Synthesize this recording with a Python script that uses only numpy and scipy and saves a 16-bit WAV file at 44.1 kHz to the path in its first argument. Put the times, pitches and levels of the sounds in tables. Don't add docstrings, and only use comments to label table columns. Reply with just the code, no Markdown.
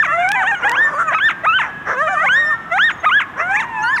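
import sys
import numpy as np
from scipy import signal
from scipy.fft import rfft, irfft
from scipy.io import wavfile
from scipy.ndimage import uniform_filter1d

SR = 44100
rng = np.random.default_rng(int(sys.argv[2]) if len(sys.argv) > 2 else 0)


def generate_wav(sig):
    pcm = np.round(np.clip(np.atleast_2d(sig).T, -1, 1) * 32767).astype(np.int16)
    wavfile.write(sys.argv[1], SR, pcm)


N = 176400
T = np.arange(N) / SR
CUTOFF_HZ = 15850


def from_db(db):
    return 10 ** (np.asarray(db) / 20)


def rms_one(x):
    return x / np.sqrt(np.mean(x ** 2) + 1e-20)


def at_hz(colour, hz):
    f, db = np.transpose(colour)
    return np.interp(np.log(hz + 1e-9), np.log(f), db)


def noise(colour):
    hz = np.arange(N // 2 + 1) * SR / N
    roll_off = np.minimum(hz / colour[0][0], 1) ** 2 / np.maximum(hz / colour[-1][0], 1) ** 4
    return rms_one(irfft(rfft(rng.standard_normal(N)) * from_db(at_hz(colour, hz)) * roll_off, N))


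def drift(rate_hz):
    hz = np.arange(N // 2 + 1) * SR / N
    return rms_one(irfft(rfft(rng.standard_normal(N)) / (1 + (hz / rate_hz) ** 4), N))


def gate(start, end, edge_s):
    return np.clip(np.minimum(T - start, end - T) / edge_s + .5, 0, 1)


def glide(times, values, t):
    return uniform_filter1d(np.interp(t, times, values), size=220, mode="nearest")


def phase_of(hz):
    return 2 * np.pi * np.cumsum(hz) / SR


# f/Hz, level/dB
RUMBLE_EQ = [(15, -65), (25, -25.5), (64, -3), (161, 0.5), (210, -2), (349, -2), (450, -16), (580, -60),
             (990, -120)]
AIR_EQ = [(200,-14.5),(450,-1.5),(1200,7),(2000,-3),(3500,-14.5),(4300,-27),(7000,-29),(10000,-35.5),(15500,-37)]
def background(rumble_db=-42, hum_hz=166, hum_db=-52.5, air_db=-37):
    hum = np.sqrt(2) * np.sin(phase_of(hum_hz + 3 * drift(1.8)))
    hum *= 1 + 0.6 * drift(1.2)
    return from_db(rumble_db) * noise(RUMBLE_EQ) + from_db(hum_db) * hum + from_db(air_db) * noise(AIR_EQ)


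# t/s, f/Hz, level/dB
WAIL_CONTOUR = [(0.601,1398,-30.5),(1.35,1586,-37),(1.7,1685,-34.5),(1.969,1645,-29.5),(2.618,1338,-33.5),(2.998,1205,-36.5),(3.298,1080,-40.5),(4,952,-28.5)]
def far_wail():
    times, hz, db = np.transpose(WAIL_CONTOUR)
    phase = phase_of(np.interp(T, times, hz))
    blurred = drift(34) * np.sin(phase) + drift(3.3) * np.cos(phase)
    return gate(times[0], np.inf, edge_s=.2) * from_db(np.interp(T, times, db)) * blurred


# t/s, level/dB
TICK_CUES = [(0.29,-15.5),(0.3181,-11.5),(0.695,-14),(0.717,-17.5)]
# f/Hz, level/dB
TICK_EQ = [(1000,-21),(2500,9),(4000,-4.5),(6000,-3),(9000,-5),(15000,-27)]
def ticks(decay_s=0.00094):
    envelope = sum(from_db(db) * (T >= t) * np.exp(-np.abs(T - t) / decay_s) for t, db in TICK_CUES)
    return noise(TICK_EQ) * envelope


# f/Hz, level/dB
ECHO_EQ = [(300,0),(700,-2),(1300,-5.5),(1900,-1.5),(2600,-4.5),(3600,-7),(5000,2),(12000,-11)]
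def tree_echo(voices, wet_db=-23.5, t60_s=2, build_s=0.0083):
    tail = noise(ECHO_EQ) * from_db(-60 * T / t60_s) * (1 - np.exp(-T / build_s))
    return from_db(wet_db) * signal.fftconvolve(voices, rms_one(tail) / np.sqrt(N))[:N]


# start t/s, end t/s, first f/Hz, last f/Hz, level/dB
SQUEAK_CUES = [(0.903,0.991,4950,4510,-50), (2.274,2.553,7697,7270,-64), (2.927,3.02,6766,6400,-49.5),
               (3.805,3.838,5226,6680,-40.5)]
def squeaks(octave_db=-2.5, flicker_db=9.0):
    waver = 1 + 0.0037 * drift(100)
    out = np.zeros(N)
    for start, end, first_hz, last_hz, db in SQUEAK_CUES:
        phase = phase_of(np.interp(T, [start, end], [first_hz, last_hz]) * waver)
        octave = from_db(octave_db) * (last_hz < 6000) * np.sin(2 * phase)
        out += gate(start, end, edge_s=0.021) * from_db(db) * (np.sin(phase) + octave)
    return out * from_db(flicker_db * drift(30))


# start t/s, end t/s, level/dB, pulse f/Hz, sizzle trim/dB
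GROWL_CUES = [(0.591,0.949,-31.5,140,2),(0.984,1.031,-26,150,-13.5),(1.123,1.143,-21.5,206,-11),(1.625,1.694,-34.5,133,5),(1.87,1.946,-16.5,150,-2),(3.384,3.425,-19.5,220,3)]
# f/Hz, level/dB
GROWL_EQ = [(400,-17),(650,-2.5),(900,-17),(1150,2.5),(1400,-2.5),(1750,-0.5),(2050,-7.5),(2500,-37),(3600,-37.5)]
SIZZLE_EQ = [(4600,-20),(5700,8.5),(6900,-9),(8000,-18),(9500,-20),(13000,-28)]
def growls(throb_depth=0.28, sizzle_db=-27):
    body, sizzle = noise(GROWL_EQ), noise(SIZZLE_EQ)
    uneven = 1 + 0.1182 * drift(64.3)
    out = np.zeros(N)
    for start, end, db, pulse_hz, trim_db in GROWL_CUES:
        puffs = 1 + throb_depth * np.cos(phase_of(pulse_hz * uneven))
        air = body + from_db(sizzle_db + trim_db) * sizzle
        out += gate(start, end, edge_s=0.036) * from_db(db) * puffs * air
    return out


FALSETTO_HZ, TREBLE_HZ, PURITY_DB_PER_OCTAVE = 1100, 3900, -3.5
RASP_EDGE_S, RASP_JITTER, RASP_THROB = 0.0098, 0.077, 0.58
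FLUTTER_DB, SHIMMER_DB, BLUR_RAD, BREATH_DB = 5, 1.5, 0.31, -42
BREAK_HZ_PER_S, BREAK_MID_DB, BREAK_TREBLE_DB = 10000, 6.5, 2.5
# f/Hz, level/dB
HISS_EQ = [(300,-50.5),(700,-8),(1300,24),(1900,-15.5),(2600,3.5),(3600,-8.5),(4400,-45),(6500,-17),(9500,-19),(15000,-62.5)]
BREATH_EQ = [(4600,-25),(5600,-8),(6700,3.5),(7800,-3.5),(9800,-8),(11000,-24.5),(15500,-26)]
def coyote_voice(calls, presses, rasps, throat, overtone_ride,
                 level_db, upper_db, tilt_db_per_octave, falsetto_db, jitter, hiss_db):
    rough = np.clip(sum(amount * gate(start, end, RASP_EDGE_S) for start, end, amount, _ in rasps), 0, 1)
    fader_db = level_db + sum(db * gate(start, end, RASP_EDGE_S) for start, end, _, db in rasps)
    wobble = 1 + (jitter + RASP_JITTER * rough ** 2) * drift(269)
    flutter = [FLUTTER_DB * drift(19) for _ in range(7)]
    shimmer = [SHIMMER_DB * drift(200) for _ in range(3)]
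    blur = [BLUR_RAD * drift(280) for _ in range(5)]
    breath = from_db(BREATH_DB) * noise(BREATH_EQ)
    hiss = from_db(hiss_db) * noise(HISS_EQ)
    throb_slip = drift(40)
    out = np.zeros(N)
    for call, (press_mid_db, press_treble_db) in zip(calls, presses):
        times, *curves = np.transpose(call)
        fade = gate(times[0], times[-1], edge_s=.006)
        on = fade > 0
        hz, fundamental_db, octave_db = (glide(times, curve, T[on]) for curve in curves)
        phase = phase_of(hz * wobble[on])
        effort = np.hypot(from_db(fundamental_db), from_db(octave_db))
        airflow = effort * (1 + np.cos(phase))
        falsetto = 1 / (1 + (FALSETTO_HZ / hz) ** 8)
        tilt = tilt_db_per_octave + PURITY_DB_PER_OCTAVE * falsetto
        breaking = np.clip(-np.gradient(hz) * SR / BREAK_HZ_PER_S, 0, 1)
        mid_db = press_mid_db + np.interp(T[on], *np.transpose(overtone_ride)) + BREAK_MID_DB * breaking
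        treble_db = press_treble_db + BREAK_TREBLE_DB * breaking
        voice = from_db(fundamental_db) * np.sin(phase) + from_db(octave_db) * np.sin(2 * phase)
        voice += airflow * breath[on] * (1 - falsetto) * (1 + breaking)
        for k in range(3, 25):
            treble = 1 / (1 + (TREBLE_HZ / (k * hz)) ** 12)
            db = upper_db + falsetto_db * falsetto + at_hz(throat, k * hz) + tilt * np.log2(k / 3)
            db += flutter[k % 7][on] + mid_db * (1 - treble) + (treble_db + shimmer[k % 3][on]) * treble
            gain = effort * from_db(np.minimum(db, 0)) * (k * hz < CUTOFF_HZ)
            smear = treble * blur[k % 5][on] * (1 + breaking)
            voice += gain * np.sin(k * phase + smear)
        throb = 1 + RASP_THROB * rough[on] * np.cos(phase / 3 + throb_slip[on])
        out[on] += fade[on] * (np.sqrt(2) * voice * throb + airflow * hiss[on])
    return out * from_db(fader_db)


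# t/s, f/Hz, fundamental level/dB, octave level/dB
REPLY_1 = [(0.07, 615, -35, -25), (0.1, 682.4, -47, -22.5), (0.168, 672.7, -25.5, -25),
           (0.21, 831.7, -40.5, -30.5), (0.258, 724.7, -32, -20.5), (0.31, 798.5, -34, -21),
           (0.34, 863.5, -24.5, -19.5), (0.372, 771, -23.5, -25), (0.45, 747.4, -23, -23.5),
           (0.464, 782, -23, -20), (0.48, 925, -29.5, -13.5), (0.5, 917, -24.5, -18.5),
           (0.512, 915, -28, -15), (0.52, 796, -20, -18), (0.546, 817, -23, -20.5),
           (0.556, 721.5, -45.5, -25), (0.632, 721, -37.5, -36.5), (0.65, 714, -43, -21)]
REPLY_2 = [(0.6, 483, -48, -42.5), (0.633, 468.8, -38.5, -30), (0.646, 537.8, -29.5, -49),
           (0.656, 525.5, -31.5, -24), (0.669, 520.2, -45, -39.5), (0.693, 479, -35.5, -30),
           (0.768, 491.5, -42, -28), (0.789, 549.3, -35.5, -42.5), (0.813, 496, -41, -30),
           (0.834, 499, -49, -41), (0.848, 551.7, -38.5, -32.5), (0.882, 568.7, -40, -26.5),
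           (0.918, 600.6, -38.5, -33), (0.937, 550, -35.5, -23.5), (0.978, 597, -30.5, -23),
           (0.996, 701, -46, -17), (1.023, 679.6, -47, -18), (1.064, 636, -36, -28.5),
           (1.085, 624.3, -36, -15), (1.14, 458.2, -51, -30)]
REPLY_3 = [(2.072, 621, -34.5, -22), (2.082, 587.8, -33.5, -23.5), (2.13, 578.7, -45, -31),
           (2.184, 608.6, -45.5, -20.5), (2.223, 663.4, -24.5, -22.5), (2.271, 517.6, -37.5, -25),
           (2.31, 484, -47.5, -39), (2.354, 543.6, -43, -35.5), (2.364, 515, -46, -34),
           (2.383, 548, -38, -27.5), (2.4, 586, -35, -44), (2.434, 589.6, -39.5, -30),
           (2.487, 629, -35, -35.5), (2.511, 626, -40, -19), (2.57, 440, -57.5, -41.5)]
REPLY_4 = [(3.36, 475.3, -42, -39), (3.392, 574, -40, -26.5), (3.414, 666.5, -26.5, -25.5),
           (3.496, 761.2, -32, -21), (3.545, 814.6, -22.5, -19.5), (3.605, 892, -29.5, -24.5),
           (3.672, 951, -36, -38), (3.798, 848.5, -23.5, -24.5), (3.848, 888, -22.5, -26),
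           (3.888, 985, -20.5, -34), (3.932, 1101, -24, -45), (3.957, 966, -49, -54),
           (3.989, 889, -38, -31), (4.0, 899, -16, -41)]
# mid level/dB, treble level/dB
PARTNER_PUSH = [(6,1.5),(-11.5,7.5),(-4,-11),(4.5,-22)]
# start t/s, end t/s, roughness/0-1, level/dB
PARTNER_RASP_CUES = [(0.598,0.95,0.94,1), (0.987,1.033,0.8,2.5), (3.368,3.411,0.55,1)]
# f/Hz, level/dB
PARTNER_EQ = [(1200,7.5),(1800,-2.5),(2400,-16),(3000,-24),(3800,-37.5),(4600,-66),(5700,-35.5),(7000,-24),(8000,-36),(10000,-36),(12000,-63.5),(15500,-73)]
# t/s, level/dB
PARTNER_RIDE = [(.97,-1),(1.01,-11.5),(1.051,6.5),(2.0,0.5),(2.09,18.5),(2.17,20),(2.26,-2)]
def partner_coyote():
    howls = [REPLY_1, REPLY_2, REPLY_3, REPLY_4]
    return coyote_voice(howls, PARTNER_PUSH, PARTNER_RASP_CUES, PARTNER_EQ, PARTNER_RIDE,
                        level_db=1, upper_db=-0.5, tilt_db_per_octave=-10.5, falsetto_db=12,
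                        jitter=0.0051, hiss_db=-23.5)


# t/s, f/Hz, fundamental level/dB, octave level/dB
YIP_A = [(0.0, 1760, -5.5, -55.5), (0.02, 1790, -17.5, -33.5), (0.026, 1667, -9, -45),
         (0.032, 1260, -18, -24.5), (0.04, 1137, -14, -24), (0.05, 814, -35.5, -18),
         (0.07, 602, -30, -24.5)]
HOWL_A = [(0.074, 572.5, -42, -27.5), (0.109, 575.6, -37.5, -21.5), (0.141, 664.4, -22.5, -17),
          (0.178, 687.5, -19, -36), (0.194, 690.3, -15, -29), (0.264, 745.7, -19.5, -26.5),
          (0.349, 886.6, -26, -29.5), (0.361, 997, -21.5, -20.5), (0.385, 1019, -23.5, -20.5),
          (0.425, 824, -20.5, -19), (0.436, 625, -33, -17), (0.46, 476, -46.5, -35)]
RISE_A = [(0.62, 722, -48.5, -33.5), (0.636, 699, -42.5, -16.5), (0.652, 817.6, -14.5, -18.5),
          (0.674, 826.5, -21, -12), (0.687, 982, -26, -17.5), (0.713, 909, -23.5, -23),
          (0.749, 1089, -21, -24.5), (0.761, 1368, -22, -22.5), (0.772, 1565, -16.5, -33),
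          (0.789, 1676, -12.5, -30), (0.803, 1754, -12, -46), (0.834, 1837, -12, -36.5),
          (0.873, 1774, -15, -53.5), (0.893, 1772, -20, -52), (0.905, 1770, -35, -59.5)]
YIP_B = [(1.11, 617.6, -43.5, -20.5), (1.121, 643, -22, -32), (1.128, 694, -22, -27.5),
         (1.138, 906, -51.5, -22), (1.148, 1294, -16.5, -27), (1.169, 1273, -16, -26.5),
         (1.182, 1314, -23, -27), (1.189, 1056, -19.5, -17), (1.197, 1110, -29.5, -27.5),
         (1.203, 1456, -19.5, -28), (1.229, 1684, -14.5, -29), (1.261, 1819, -10.5, -26),
         (1.281, 1775, -12.5, -33), (1.291, 1425, -13, -23), (1.311, 692, -36, -19.5),
         (1.336, 480, -80, -42.5)]
YIP_C = [(1.436, 627, -25.5, -48), (1.45, 675, -24, -12.5), (1.467, 1216, -13, -23),
         (1.479, 1257, -10.5, -28), (1.498, 1326, -12.5, -17), (1.52, 1301, -16.5, -22),
         (1.548, 1510, -14.5, -22.5), (1.569, 1551, -12.5, -19), (1.585, 1520, -17.5, -22.5),
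         (1.592, 1092, -17, -24.5), (1.601, 923, -18.5, -19.5), (1.613, 859, -29.5, -15),
         (1.619, 694, -30.5, -19), (1.648, 465, -96, -24), (1.71, 373.3, -62, -38)]
HOWL_B = [(1.85, 393.5, -53, -48.5), (1.89, 428.4, -35, -36), (1.91, 497, -42, -44),
          (1.92, 514, -40.5, -38), (1.963, 493, -29, -29.5), (2.016, 601, -26, -16),
          (2.031, 644.3, -22.5, -17.5), (2.057, 627.3, -23.5, -24), (2.074, 624.4, -22.5, -17.5),
          (2.1, 799.5, -26.5, -23.5), (2.126, 762, -21.5, -23), (2.139, 734, -17.5, -24.5),
          (2.179, 572, -46, -20.5)]
RISE_B = [(2.165, 583, -42, -21), (2.205, 609.4, -38, -20.5), (2.257, 814.6, -15.5, -17),
          (2.265, 1030, -38.5, -14.5), (2.285, 1113, -19.5, -14), (2.293, 1440, -13.5, -25.5),
          (2.309, 1495, -13, -23.5), (2.348, 1693, -12, -31), (2.371, 1843, -12, -31),
          (2.403, 1876, -13, -32.5), (2.467, 1798, -18.5, -47), (2.538, 1810, -15, -46.5),
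          (2.572, 1836, -33.5, -64)]
RISE_C = [(2.7, 673.6, -49, -49), (2.722, 663.5, -21, -19), (2.777, 821.5, -16.5, -20.5),
          (2.782, 948, -25.5, -11.5), (2.791, 1335, -12, -25.5), (2.82, 1643, -12.5, -20),
          (2.846, 1837, -11, -26.5), (2.866, 1872, -14, -25.5), (2.886, 1785, -14, -30),
          (2.9, 1480, -16.5, -26.5), (2.908, 965, -22.5, -18.5), (2.916, 747, -50.5, -22),
          (2.93, 560, -56, -58)]
YIP_D = [(3.03, 644, -36, -43.5), (3.045, 685, -20.5, -17), (3.056, 1040, -24, -16),
         (3.064, 1250, -8.5, -26), (3.077, 1250, -10.5, -31.5), (3.092, 1201, -14, -29),
         (3.097, 955, -21, -19.5), (3.111, 1153, -17, -23), (3.118, 1380, -14, -19.5),
         (3.15, 1613, -11.5, -25.5), (3.174, 1718, -9.5, -33), (3.191, 1665, -13.5, -26),
         (3.201, 1466, -19.5, -23), (3.206, 1047, -16, -20.5), (3.22, 731, -54, -18.5),
         (3.25, 504, -71.5, -47)]
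SHORT_YELP = [(3.49, 724.7, -35, -35), (3.514, 782, -21.5, -33.5), (3.56, 943.6, -42, -13),
              (3.571, 1173, -23.5, -19.5), (3.587, 1224, -38, -22), (3.606, 951, -18.5, -18.5),
              (3.62, 796.5, -40, -27.5), (3.632, 636, -57, -29), (3.65, 513, -53, -29)]
LAST_YIP = [(3.82, 1315, -60, -45), (3.838, 1414, -18.5, -32.5), (3.868, 1436, -17.5, -44),
            (3.924, 1726, -18.5, -53), (3.94, 1787, -12.5, -47), (3.96, 1744, -18, -41),
            (3.964, 1626, -15, -58), (3.974, 1336, -20, -28), (3.986, 950, -30, -17), (4.0, 814, -44, -32)]
# mid level/dB, treble level/dB
NEAR_PUSH = [(0.5,-0.5),(-5,-5),(4,-4),(7,-2.5),(1.5,-3.5),(1.5,2.5),(3.5,2.5),(4.5,1.5),(5.5,-6),(-1,9.5)]
LAST_PUSH = [(0.014,0.0018)]
# start t/s, end t/s, roughness/0-1, level/dB
NEAR_RASP_CUES = [(0.434,0.431,0.48,3), (1.13,1.153,0.83,6.5), (1.294,1.332,0.24,0.5), (1.451,1.464,0.7,-1),
                  (1.622,1.706,0.9,-2.5), (1.856,1.922,0.68,3.5), (2.9,2.93,.4,-0.5),
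                  (3.022,3.063,0.42,0.5), (3.207,3.25,0.4,0.5), (3.611,3.656,0.36,2.5)]
# f/Hz, level/dB
OPEN_JAW_EQ = [(1200,-0.5),(1800,2),(2400,-14),(3000,-24.5),(3800,-29.5),(4400,-48),(5400,-38),(6500,-31.5),(8000,-44.5),(9700,-42.5),(11000,-71.5),(15500,-67.5)]
CLOSING_JAW_EQ = [(1800,-6),(3000,-51),(4200,-22.5),(5200,-29.5),(6500,-33.5),(8000,-40),(10000,-32.5),(12000,-54),(15500,-61)]
# t/s, level/dB
NEAR_RIDE = [(1.96,1),(1.989,-3.5),(2.06,-6),(2.1,-13),(2.19,-11),(2.25,-0.5)]
def near_coyote():
    tone = dict(level_db=0.5, upper_db=-2, tilt_db_per_octave=-3.5, falsetto_db=0,
                jitter=0.0021, hiss_db=-40)
    calls = [YIP_A, HOWL_A, RISE_A, YIP_B, YIP_C, HOWL_B, RISE_B, RISE_C, YIP_D, SHORT_YELP]
    phrase = coyote_voice(calls, NEAR_PUSH, NEAR_RASP_CUES, OPEN_JAW_EQ, NEAR_RIDE, **tone)
    last = coyote_voice([LAST_YIP], LAST_PUSH, NEAR_RASP_CUES, CLOSING_JAW_EQ, NEAR_RIDE, **tone)
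    return phrase + last


def scene():
    voices = near_coyote() + partner_coyote() + growls() + squeaks()
    return (voices + tree_echo(voices) + far_wail() + ticks() + background())[None]


def record(dry):
    return signal.sosfilt(signal.ellip(10, .1, 80, CUTOFF_HZ, fs=SR, output="sos"), dry)


dry = scene()
out = record(dry)
generate_wav(out)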